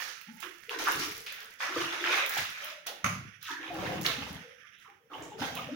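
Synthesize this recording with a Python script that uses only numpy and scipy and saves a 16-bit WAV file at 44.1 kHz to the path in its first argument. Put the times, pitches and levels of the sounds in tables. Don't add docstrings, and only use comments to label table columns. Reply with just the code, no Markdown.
import sys
import numpy as np
from scipy import signal
from scipy.fft import rfft, irfft, next_fast_len
from scipy.io import wavfile
from scipy.ndimage import uniform_filter1d, map_coordinates

SR = 44100
rng = np.random.default_rng(int(sys.argv[2]) if len(sys.argv) > 2 else 0)


def transcribe(signal):
    frames = np.atleast_2d(signal).T
    limited = np.clip(frames, -1, 1)
    pcm = np.round(limited * 32767).astype(np.int16)
    wavfile.write(sys.argv[1], SR, pcm)


N = 253707

# (time [s], rise [s], hold [s], t60 [s], patter level [dB], spray level [dB], slosh level [dB])
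STROKES = [(0.0, 0.0002, 0.023, 0.81, -38, -44, -50.5), (0.417, 0.0079, 0.016, 0.29, -40.5, -52.5, -59),
           (0.692, 0.017, 0.03, 0.55, -42, -51.5, -50), (0.784, 0.0051, 0.16, 0.42, -36, -44, -41.5),
           (0.978, 0.021, 0.013, 0.61, -34, -40.5, -50), (1.265, 0.004, 0.19, 0.35, -51.5, -64, -61),
           (1.585, 0.03, 0.033, 0.63, -41, -46.5, -54), (1.699, 0.086, 0.027, 1.6, -35.5, -45.5, -42.5),
           (1.96, 0.2, 0.02, 0.52, -27.5, -42, -36), (2.24, 0.14, 0.014, 0.79, -33, -45.5, -48),
           (2.522, 0.092, 0.086, 0.41, -42, -54, -57.5), (2.861, 0.0085, 0.0056, 0.18, -36, -42, -43.5),
           (3.039, 0.0049, 0.041, 0.56, -48, -49.5, -47), (3.4, 0.091, 0.026, 0.34, -45.5, -50.5, -81),
           (3.573, 0.069, 0.04, 0.29, -42, -62, -49), (3.67, 0.13, 0.14, 0.73, -42.5, -55, -36.5),
           (4.047, 0.0077, 0.028, 0.56, -32, -43, -39.5), (4.147, 0.015, 0.13, 0.83, -45, -56, -45),
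           (5.095, 0.052, 0.093, 0.78, -50.5, -66.5, -44), (5.37, 0.051, 0.036, 0.57, -39, -47.5, -39.5),
           (5.545, 0.024, 0.016, 1.4, -45.5, -58, -43)]
SPRAY_LIFE = 0.8
TOP_HZ = 15900


def amp(db):
    return 10 ** (np.asarray(db) / 20)


def unit(x):
    return x / np.sqrt(np.mean(x ** 2) + 1e-20)


def along(points, hz):
    freqs, values = np.transpose(points)
    return np.interp(np.log(hz + 1), np.log(freqs), values)


def automation(points):
    return np.interp(np.arange(N) / SR, *np.transpose(points))


def wobble(rate, size):
    return map_coordinates(rng.standard_normal(2048), [np.arange(size) * rate / SR], mode="wrap")


def coloured(x, gain):
    n = x.shape[-1]
    padded = next_fast_len(n + 8192)
    return irfft(rfft(x, padded) * gain(np.fft.rfftfreq(padded, 1 / SR)), padded)[..., :n]


def equalised(x, spectrum):
    return unit(coloured(x, lambda hz: amp(along(spectrum, hz))))


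def add(track, s, sound):
    start = round(s * SR)
    track[:, start:start + sound.shape[-1]] += sound[..., :N - start]


def sides(pan_db):
    ratio = np.atleast_1d(amp(pan_db))
    return np.array([ratio, np.ones(len(ratio))]) * np.sqrt(2 / (1 + ratio ** 2))


def gesture(s, rise, hold, t60):
    t = np.arange(N) / SR - s
    return np.clip(t / rise, 0, 1) * amp(-60 * np.clip((t - rise - hold) / t60, 0, 2))


def flow(levels_db, life):
    return np.sqrt(sum((amp(db) * gesture(s, rise, hold, life * t60)) ** 2
                       for (s, rise, hold, t60, *_), db in zip(STROKES, levels_db)))


def murmur(pitch, width_hz):
    phase = 2 * np.pi * np.cumsum(pitch) / SR
    return wobble(width_hz, len(pitch)) * np.cos(phase) + wobble(width_hz, len(pitch)) * np.sin(phase)


def bubbles(low_hz, high_hz, cycles, scatter_db, lag_s, count, size):
    when, pitch, side = rng.random((3, count, 1))
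    hz = low_hz * (high_hz / low_hz) ** pitch
    turns = hz * np.arange(size) / SR
    strength = hz * amp(scatter_db * np.minimum(rng.exponential(size=(count, 1)), 4))
    ring = strength * np.sin(2 * np.pi * turns) * amp(-60 * turns / cycles)
    starts = [np.abs(when * N + way * (side - .5) * lag_s * SR).astype(int) for way in (-1, 1)]
    return np.array([np.bincount((s + np.arange(size)).ravel(), ring.ravel(), N)[:N] for s in starts])


def washed(swarm, spectrum, wash_db):
    return equalised(unit(swarm) + amp(wash_db) * rng.standard_normal((2, N)), spectrum)


def workshop(x, wet_db):
    # (frequency [Hz], t60 [s])
    walls = [(100, 0.063), (400, 0.24), (1600, 0.5), (5000, 0.45), (15000, 0.31)]
    out, size = x.copy(), SR // 2
    for start in range(0, N, size):
        hz, t, noise = signal.stft(rng.standard_normal((2, size)), SR, nperseg=256)
        tail = signal.istft(noise * amp(-60 * t / along(walls, hz)[:, None]), SR, nperseg=256)[1]
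        tail = np.pad(tail / np.linalg.norm(tail[0]), ((0, 0), (SR // 300, 0)))
        add(out, start / SR, amp(wet_db) * signal.fftconvolve(x[:, start:start + size], tail, axes=1))
    return out


def placed(x, shadow_hz=1060):
    # (time [s], left minus right [dB])
    place = [(0, -12.5), (.25, -12), (.42, -15), (.6, -15), (.72, -2.5), (5.75, -6)]
    treble = coloured(x, lambda hz: 1 - 1 / (1 + (hz / shadow_hz) ** 8))
    return x + treble * (sides(automation(place)) - 1)


def air(level_db=-74):
    # (frequency [Hz], level [dB])
    spectrum = [(25, -31.5), (100, 6), (480, 12.5), (1500, -10), (16000, -2)]
    return amp(level_db) * equalised(rng.standard_normal((2, N)), spectrum)


def dribble(flutter_db=2.5, pan_db=-17):
    # (time [s], level [dB])
    runoff = [(0, -58), (1.45, -52.5), (2.8, -56), (4.4, -55), (4.7, -55), (4.88, -58.5), (5.02, -70.5),
              (5.75, -57.5)]
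    # (frequency [Hz], level [dB])
    spectrum = [(950, -32), (1350, 0), (1900, 4), (3400, -5), (4200, -25.5), (5800, -7.5), (8000, -39),
                (10500, -18), (16000, -54)]
    drops = bubbles(1210, 14000, cycles=12, scatter_db=-1.5, lag_s=0.00029, count=3500, size=200)
    drops = washed(drops, spectrum, wash_db=9.5)
    return drops * amp(flutter_db * wobble(28, N) + automation(runoff)) * sides(pan_db)


def splatter(firm_db=-40, large_pop_hz=980):
    # (frequency [Hz], level [dB])
    patter_spectrum = [(600, -41), (900, -12.5), (1350, -4), (1900, -4.5), (2800, -5.5), (3600, -7.5),
                       (4200, -17.5), (6000, -73)]
    # (frequency [Hz], level [dB])
    spray_spectrum = [(2800, -44), (3700, -2), (4400, 1), (6100, 2.5), (7400, -7.5), (8200, -3),
                      (10500, -8.5), (13500, -10), (15000, -3.5), (16500, -35)]
    *_, patter_db, spray_db, _ = np.transpose(STROKES)
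    patter, spray = flow(patter_db, life=0.83), flow(spray_db, SPRAY_LIFE)
    clumps = wobble(64, N)
    pops = bubbles(723, 4290, cycles=24.5, scatter_db=1.5, lag_s=0.0003, count=6000, size=560)
    pops = washed(pops, patter_spectrum, wash_db=0)
    fizz = bubbles(3050, 12600, cycles=5.2, scatter_db=0.5, lag_s=0.00018, count=6000, size=64)
    fizz = washed(fizz, spray_spectrum, wash_db=0)
    large = coloured(pops, lambda hz: 1 / (1 + (hz / large_pop_hz) ** 16))
    gentle = 1 - np.minimum(patter / amp(firm_db), 1)
    coarse = patter * folds(pops - gentle * large, depth_db=2.2) * amp(1.2 * clumps - 1.94)
    fine = spray * folds(fizz, depth_db=1.8) * amp(1.97 + 0.18 * clumps)
    return workshop(coarse + fine, wet_db=-4.5)


def folds(x, depth_db):
    frames = signal.stft(x, nperseg=512)[2]
    peaks = rng.standard_normal(frames.shape[1:])
    for _ in range(2):
        peaks = uniform_filter1d(uniform_filter1d(peaks, size=3, axis=0), size=7, axis=1)
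    return unit(signal.istft(frames * amp(depth_db * unit(peaks)), nperseg=512)[1][:, :N])


def mould(x, half_width_hz=24):
    # (frequency [Hz], boost [dB])
    rings = [(1351, 2.5), (1503, 1), (1708, 1.5), (1878, 2), (2135, 2.5), (3480, 3), (3820, 3.5)]

    def boost_db(hz):
        return sum(db / (1 + ((hz - ring_hz) / half_width_hz) ** 2) for ring_hz, db in rings)
    return coloured(x, lambda hz: amp(boost_db(hz) + 0.95))


def slosh(run_on_s=0.017, t60=0.45):
    # (frequency [Hz], level [dB])
    spectrum = [(120, -8.5), (300, -4.5), (500, 4), (800, 2), (1100, -5), (1500, -5)]
    burble = bubbles(238.1, 1254, cycles=39, scatter_db=-0.5, lag_s=0.00024, count=2000, size=2000)
    stir_power = sum((amp(db) * gesture(s, rise, hold + run_on_s, t60)) ** 2
                     for s, rise, hold, *_, db in STROKES)
    return washed(burble, spectrum, wash_db=-8.5) * np.sqrt(stir_power) * amp(-4.5)


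def crackle(stroke_db=-7, rise_s=0.0072, t60=0.19):
    # (time [s], hold [s], level [dB])
    spells = [(0.31, 0.37, -60.5), (0.8, 0.39, -48.5), (1.223, 0.3, -60), (2.285, 0.21, -51),
              (4.01, 0.045, -44.5), (4.29, 0.033, -56), (4.78, 0.064, -66)]
    *_, spray_db, _ = np.transpose(STROKES)
    soak = sum(amp(db) * gesture(s, rise_s, hold, t60) for s, hold, db in spells)
    ticks = unit(bubbles(4200, TOP_HZ, cycles=8, scatter_db=3.3, lag_s=0.0002, count=2800, size=120))
    return workshop(ticks * (soak + amp(stroke_db) * flow(spray_db, SPRAY_LIFE)), wet_db=-4)


def snaps(cycles=8, click_t60=0.017, low_cut_hz=1100):
    # (time [s], level [dB], pitch [Hz], relative click level [dB])
    bursts = [(0.214, -28.5, 2520, -11.5), (0.404, -36.5, 4000, -1), (0.636, -29.5, 1910, -25),
              (0.6944, -13.5, 2690, -28), (0.92, -24, 1710, -1), (1.264, -23.5, 3300, -20),
              (1.3236, -28, 1740, -5.5), (1.405, -26, 4540, -16), (2.041, -14, 1776, -37),
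              (2.2625, -17, 3310, -10), (2.2944, -31, 1760, 6.5), (2.338, -17.5, 2100, -11),
              (2.375, -15, 3070, -15), (2.645, -43.5, 2023, 13), (2.868, -23, 3530, -6.5),
              (3.428, -36.5, 3180, 0.5), (3.743, -42, 3440, -2), (4.0132, -39, 2300, 9),
              (4.062, -24, 3400, -12), (4.0668, -11.5, 3600, -14), (4.901, -35.5, 1970, -28),
              (5.553, -33.5, 3430, 2)]
    out, t = np.zeros((2, N)), np.arange(SR // 50) / SR
    for s, db, hz, click_db in bursts:
        ring = np.sin(2 * np.pi * hz * t) * amp(-60 * t * hz / cycles) * (1 - np.exp(-2 * t * hz))
        hiss = unit(np.diff(rng.standard_normal((2, len(t) + 1))))
        click = hiss * amp(click_db + 1 - 60 * t / click_t60)
        add(out, s, amp(db + 1) * (ring + click))
    return coloured(out, lambda hz: 1 - np.exp(-(hz / low_cut_hz) ** 2))


def hollows(waver=0.019, rough=0.93, rise_s=0.02, t60=0.29):
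    # (time [s], hold [s], level [dB], pitch [Hz])
    drones = [(0.268, 0.039, -49, 217), (0.269, 0.12, -63, 840), (0.432, 0.031, -50.5, 352.5),
              (0.675, 0.072, -48.5, 440), (.74, 0.28, -46, 332.8), (0.873, 0.23, -51.5, 412.2),
              (1.154, 0.037, -55, 440), (1.6, 0.014, -52, 571), (1.676, 0.23, -47.5, 328.8),
              (1.996, 0.14, -47, 353.7), (2.602, 0.14, -55, 618), (3.493, 0.19, -54.5, 330),
              (3.69, 0.34, -47.5, 329), (3.77, 0.3, -44.5, 148.5), (4.164, 0.055, -47, 248),
              (4.312, 0.0067, -51.5, 251), (4.393, 0.11, -57, 490.6), (4.988, 0.044, -70.5, 487),
              (5.101, 0.16, -54, 318.6), (5.331, 0.05, -49, 420), (5.45, 0.15, -52.5, 804),
              (5.504, 0.29, -54.5, 239), (5.69, 0.026, -37.5, 272)]
    out = np.zeros((2, N))
    for s, hold, db, hz in drones:
        pitch = hz * (1 + waver * wobble(20.13, SR))
        tone = np.sqrt(2 * (1 - rough ** 2)) * np.sin(2 * np.pi * np.cumsum(pitch) / SR)
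        breath = rough * unit(murmur(pitch, width_hz=110))
        add(out, s, amp(db) * (tone + breath) * gesture(0, rise_s, hold, t60)[:SR])
    return out


def slaps(grit_db=3, spread=0.7, rise_s=0.001):
    # (time [s], level [dB], centre [Hz], width [octaves], t60 [s])
    lumps = [(0.401, -43, 7040, 3.1, 0.14), (0.425, -43, 1510, 0.8, 0.27), (.709, -40, 1000, 0.35, 0.26),
             (0.786, -36, 2010, 3.2, 0.1), (.869, -23, 1260, 0.5, 0.086), (.883, -22.5, 1220, 0.78, 0.081),
             (1.263, -39.5, 2450, 1.13, 0.34), (1.602, -36.5, 1300, 1.06, 1),
             (1.622, -34.5, 2050, 0.69, 0.27), (1.811, -31, 1500, 2, .06), (1.924, -33, 1380, 1.46, 0.3),
             (2.04, -25, 1665, 1, 0.03), (2.056, -27.5, 1700, 0.99, 0.067),
             (2.116, -29.5, 1920, 1.17, 0.28), (2.374, -31.5, 2190, 2.4, 0.17),
             (2.867, -40, 3260, 0.56, 0.17), (3.502, -40, 1720, 0.26, 0.55),
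             (3.861, -34.5, 1760, 1.07, 0.12), (4.062, -17.5, 3750, 0.6, 0.025),
             (5.133, -45, 2970, 0.19, 0.15), (5.222, -51, 7140, 0.43, 0.36), (5.419, -35, 910, 1.8, 0.11),
             (5.563, -39, 910, 0.79, 0.1)]
    out, t = np.zeros((2, N)), np.arange(SR // 3) / SR
    for s, db, centre_hz, octaves, t60 in lumps:
        mid, side = rng.standard_normal((2, len(t))) * amp(grit_db * wobble(951, len(t)))
        grit = np.array([mid + spread * side, mid - spread * side])
        splash = coloured(grit, lambda hz: 1 / (1 + (np.log2((hz + 1) / centre_hz) / octaves) ** 2 / 2) ** 3)
        add(out, s, unit(splash) * amp(db - 60 * t / t60) * (1 - np.exp(-t / rise_s)))
    return out


def thud(rest_db=-75, t60=0.26):
    # (time [s], rise [s], hold [s], level [dB])
    pushes = [(0.941, 0.019, 0.0092, -43), (1.04, 0.015, 0.073, -49), (1.726, 0.062, 0.081, -52.5),
              (2.342, 0.046, 0.046, -48.5), (3.035, 0.0088, 0.2, -44), (3.68, 0.1, 0.48, -44),
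              (4.147, 0.015, 0.065, -46.5), (4.29, 0.026, 0.049, -43.5), (5.146, 0.076, 0.21, -54),
              (5.377, 0.018, 0.44, -50)]
    # (frequency [Hz], level [dB])
    spectrum = [(25, -49), (50, -10), (70, 4.5), (140, 12), (400, -2), (700, -78)]
    rumble = bubbles(33.7, 295, cycles=7, scatter_db=1.5, lag_s=0.00018, count=1200, size=4000)
    push_power = sum((amp(db) * gesture(s, rise, hold, t60)) ** 2 for s, rise, hold, db in pushes)
    load = np.sqrt(amp(rest_db) ** 2 + push_power)
    return washed(rumble, spectrum, wash_db=-15) * load * amp(-2.5)


def gulps(glide=0.11, waver=0.038, rough=0.61, swell_cycles=0.93):
    # (time [s], level [dB], pitch [Hz], t60 [s])
    pockets = [(1.76, -20, 1310, 0.034), (1.762, -25.5, 332.2, 0.33), (1.763, -23, 488, 0.12),
               (1.907, -23, 3400, .025), (2.062, -20, 1360, 0.027), (2.3695, -17, 860, 0.015),
               (3.489, -35, 980, 0.27), (3.703, -30.5, 780, 0.2), (4.88, -50, 815, 0.25),
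               (5.319, -32, 836, 0.15), (5.409, -29, 252, 0.22), (5.42, -25, 812, 0.13),
               (5.589, -20.5, 1146, .035), (5.688, -31, 608, 0.12)]
    out, t = np.zeros((2, N)), np.arange(SR) / SR
    for s, db, hz, t60 in pockets:
        pitch = hz * (1 + glide * (np.minimum(t / t60, 1) - .2) + waver * wobble(58.4, len(t)))
        ring = unit(np.sin(2 * np.pi * np.cumsum(pitch) / SR) + rough * murmur(pitch, width_hz=131))
        add(out, s, ring * amp(db - 7 - 60 * t / t60) * (1 - np.exp(-t * hz / swell_cycles)))
    return out


def bucket(clack_t60=0.03, boom_db=-8, flutter_db=4.5):
    # (time [s], level [dB])
    knocks = [(3.043, -16.5), (3.06, -21.5)]
    # (frequency [Hz], level [dB])
    spectrum = [(400, -42), (570, -6), (820, -26), (1100, -1), (1350, -0.5), (1750, -12), (2120, -1.5),
                (5000, -25.5), (6500, -8), (7400, -26), (10500, -17), (13500, -30)]
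    # (frequency [Hz], level [dB], t60 [s])
    modes = [(106.2, -10, 0.69), (137, -13, 0.63), (171, -12, 0.62), (232, -23, 0.29)]
    clacks, booms, t = np.zeros((2, N)), np.zeros((2, N)), np.arange(SR) / SR
    for s, db in knocks:
        shell = equalised(rng.standard_normal((2, SR)), spectrum)
        add(clacks, s, shell * amp(db - 60 * t / clack_t60) * (1 - np.exp(-t / 0.0014)))
    s, db = knocks[0]
    boom = sum(amp(level - 60 * t / t60 + flutter_db * wobble(24, SR)) * np.sin(2 * np.pi * hz * t)
               for hz, level, t60 in modes)
    add(booms, s, amp(db + boom_db) * boom * (1 - np.exp(-t / 0.0035)))
    return placed(workshop(clacks, wet_db=1)) + workshop(booms, wet_db=-13)


def sucks(gurgle_db=3):
    # (time [s], level [dB], length [s], first pitch [Hz], last pitch [Hz], half-width [share of pitch])
    drags = [(3.415, -47.5, 0.077, 3790, 2687, 0.29), (3.446, -44.5, 0.076, 2002, 1102, .26),
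             (4.608, -60, 0.068, 1633, 1410, .2), (4.693, -63, .14, 2750, 3400, 0.27),
             (4.835, -58.5, 0.047, 1530, 967, .2), (4.851, -72.5, 0.121, 499, 284, 0.166),
             (5.097, -48, 0.075, 1457, 720, .13), (5.546, -44, .055, 3735, 2395, 0.26)]
    out = np.zeros((2, N))
    for s, db, length, first_hz, last_hz, width in drags:
        progress = np.linspace(0, 1, round(length * SR))
        squelch = murmur(first_hz * (last_hz / first_hz) ** progress, width * (first_hz + last_hz))
        gurgle = amp(db + gurgle_db * wobble(150, len(progress)))
        add(out, s, gurgle * np.sin(np.pi * progress) * squelch)
    return out


def scene():
    bright = mould(splatter() + workshop(slaps(), wet_db=-2))
    bright += crackle()
    bright += workshop(snaps(), wet_db=-2)
    bright += workshop(sucks(), wet_db=2)
    low = workshop(slosh(), wet_db=-1.5)
    low += workshop(gulps() + hollows(), wet_db=-2.5)
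    low += workshop(thud(), wet_db=-2.5)
    return placed(bright) + dribble() + low * sides(pan_db=1.5) + bucket() + air()


def record(dry):
    # (frequency [Hz], gain [dB])
    ports = [(6500, -0.5), (7400, -4), (8100, -11), (9300, -5), (11500, -1.5), (13500, -9), (15000, 3),
             (15800, 3)]
    return coloured(dry, lambda hz: amp(along(ports, hz)) * (hz < TOP_HZ))


dry = scene()
out = record(dry)
transcribe(out)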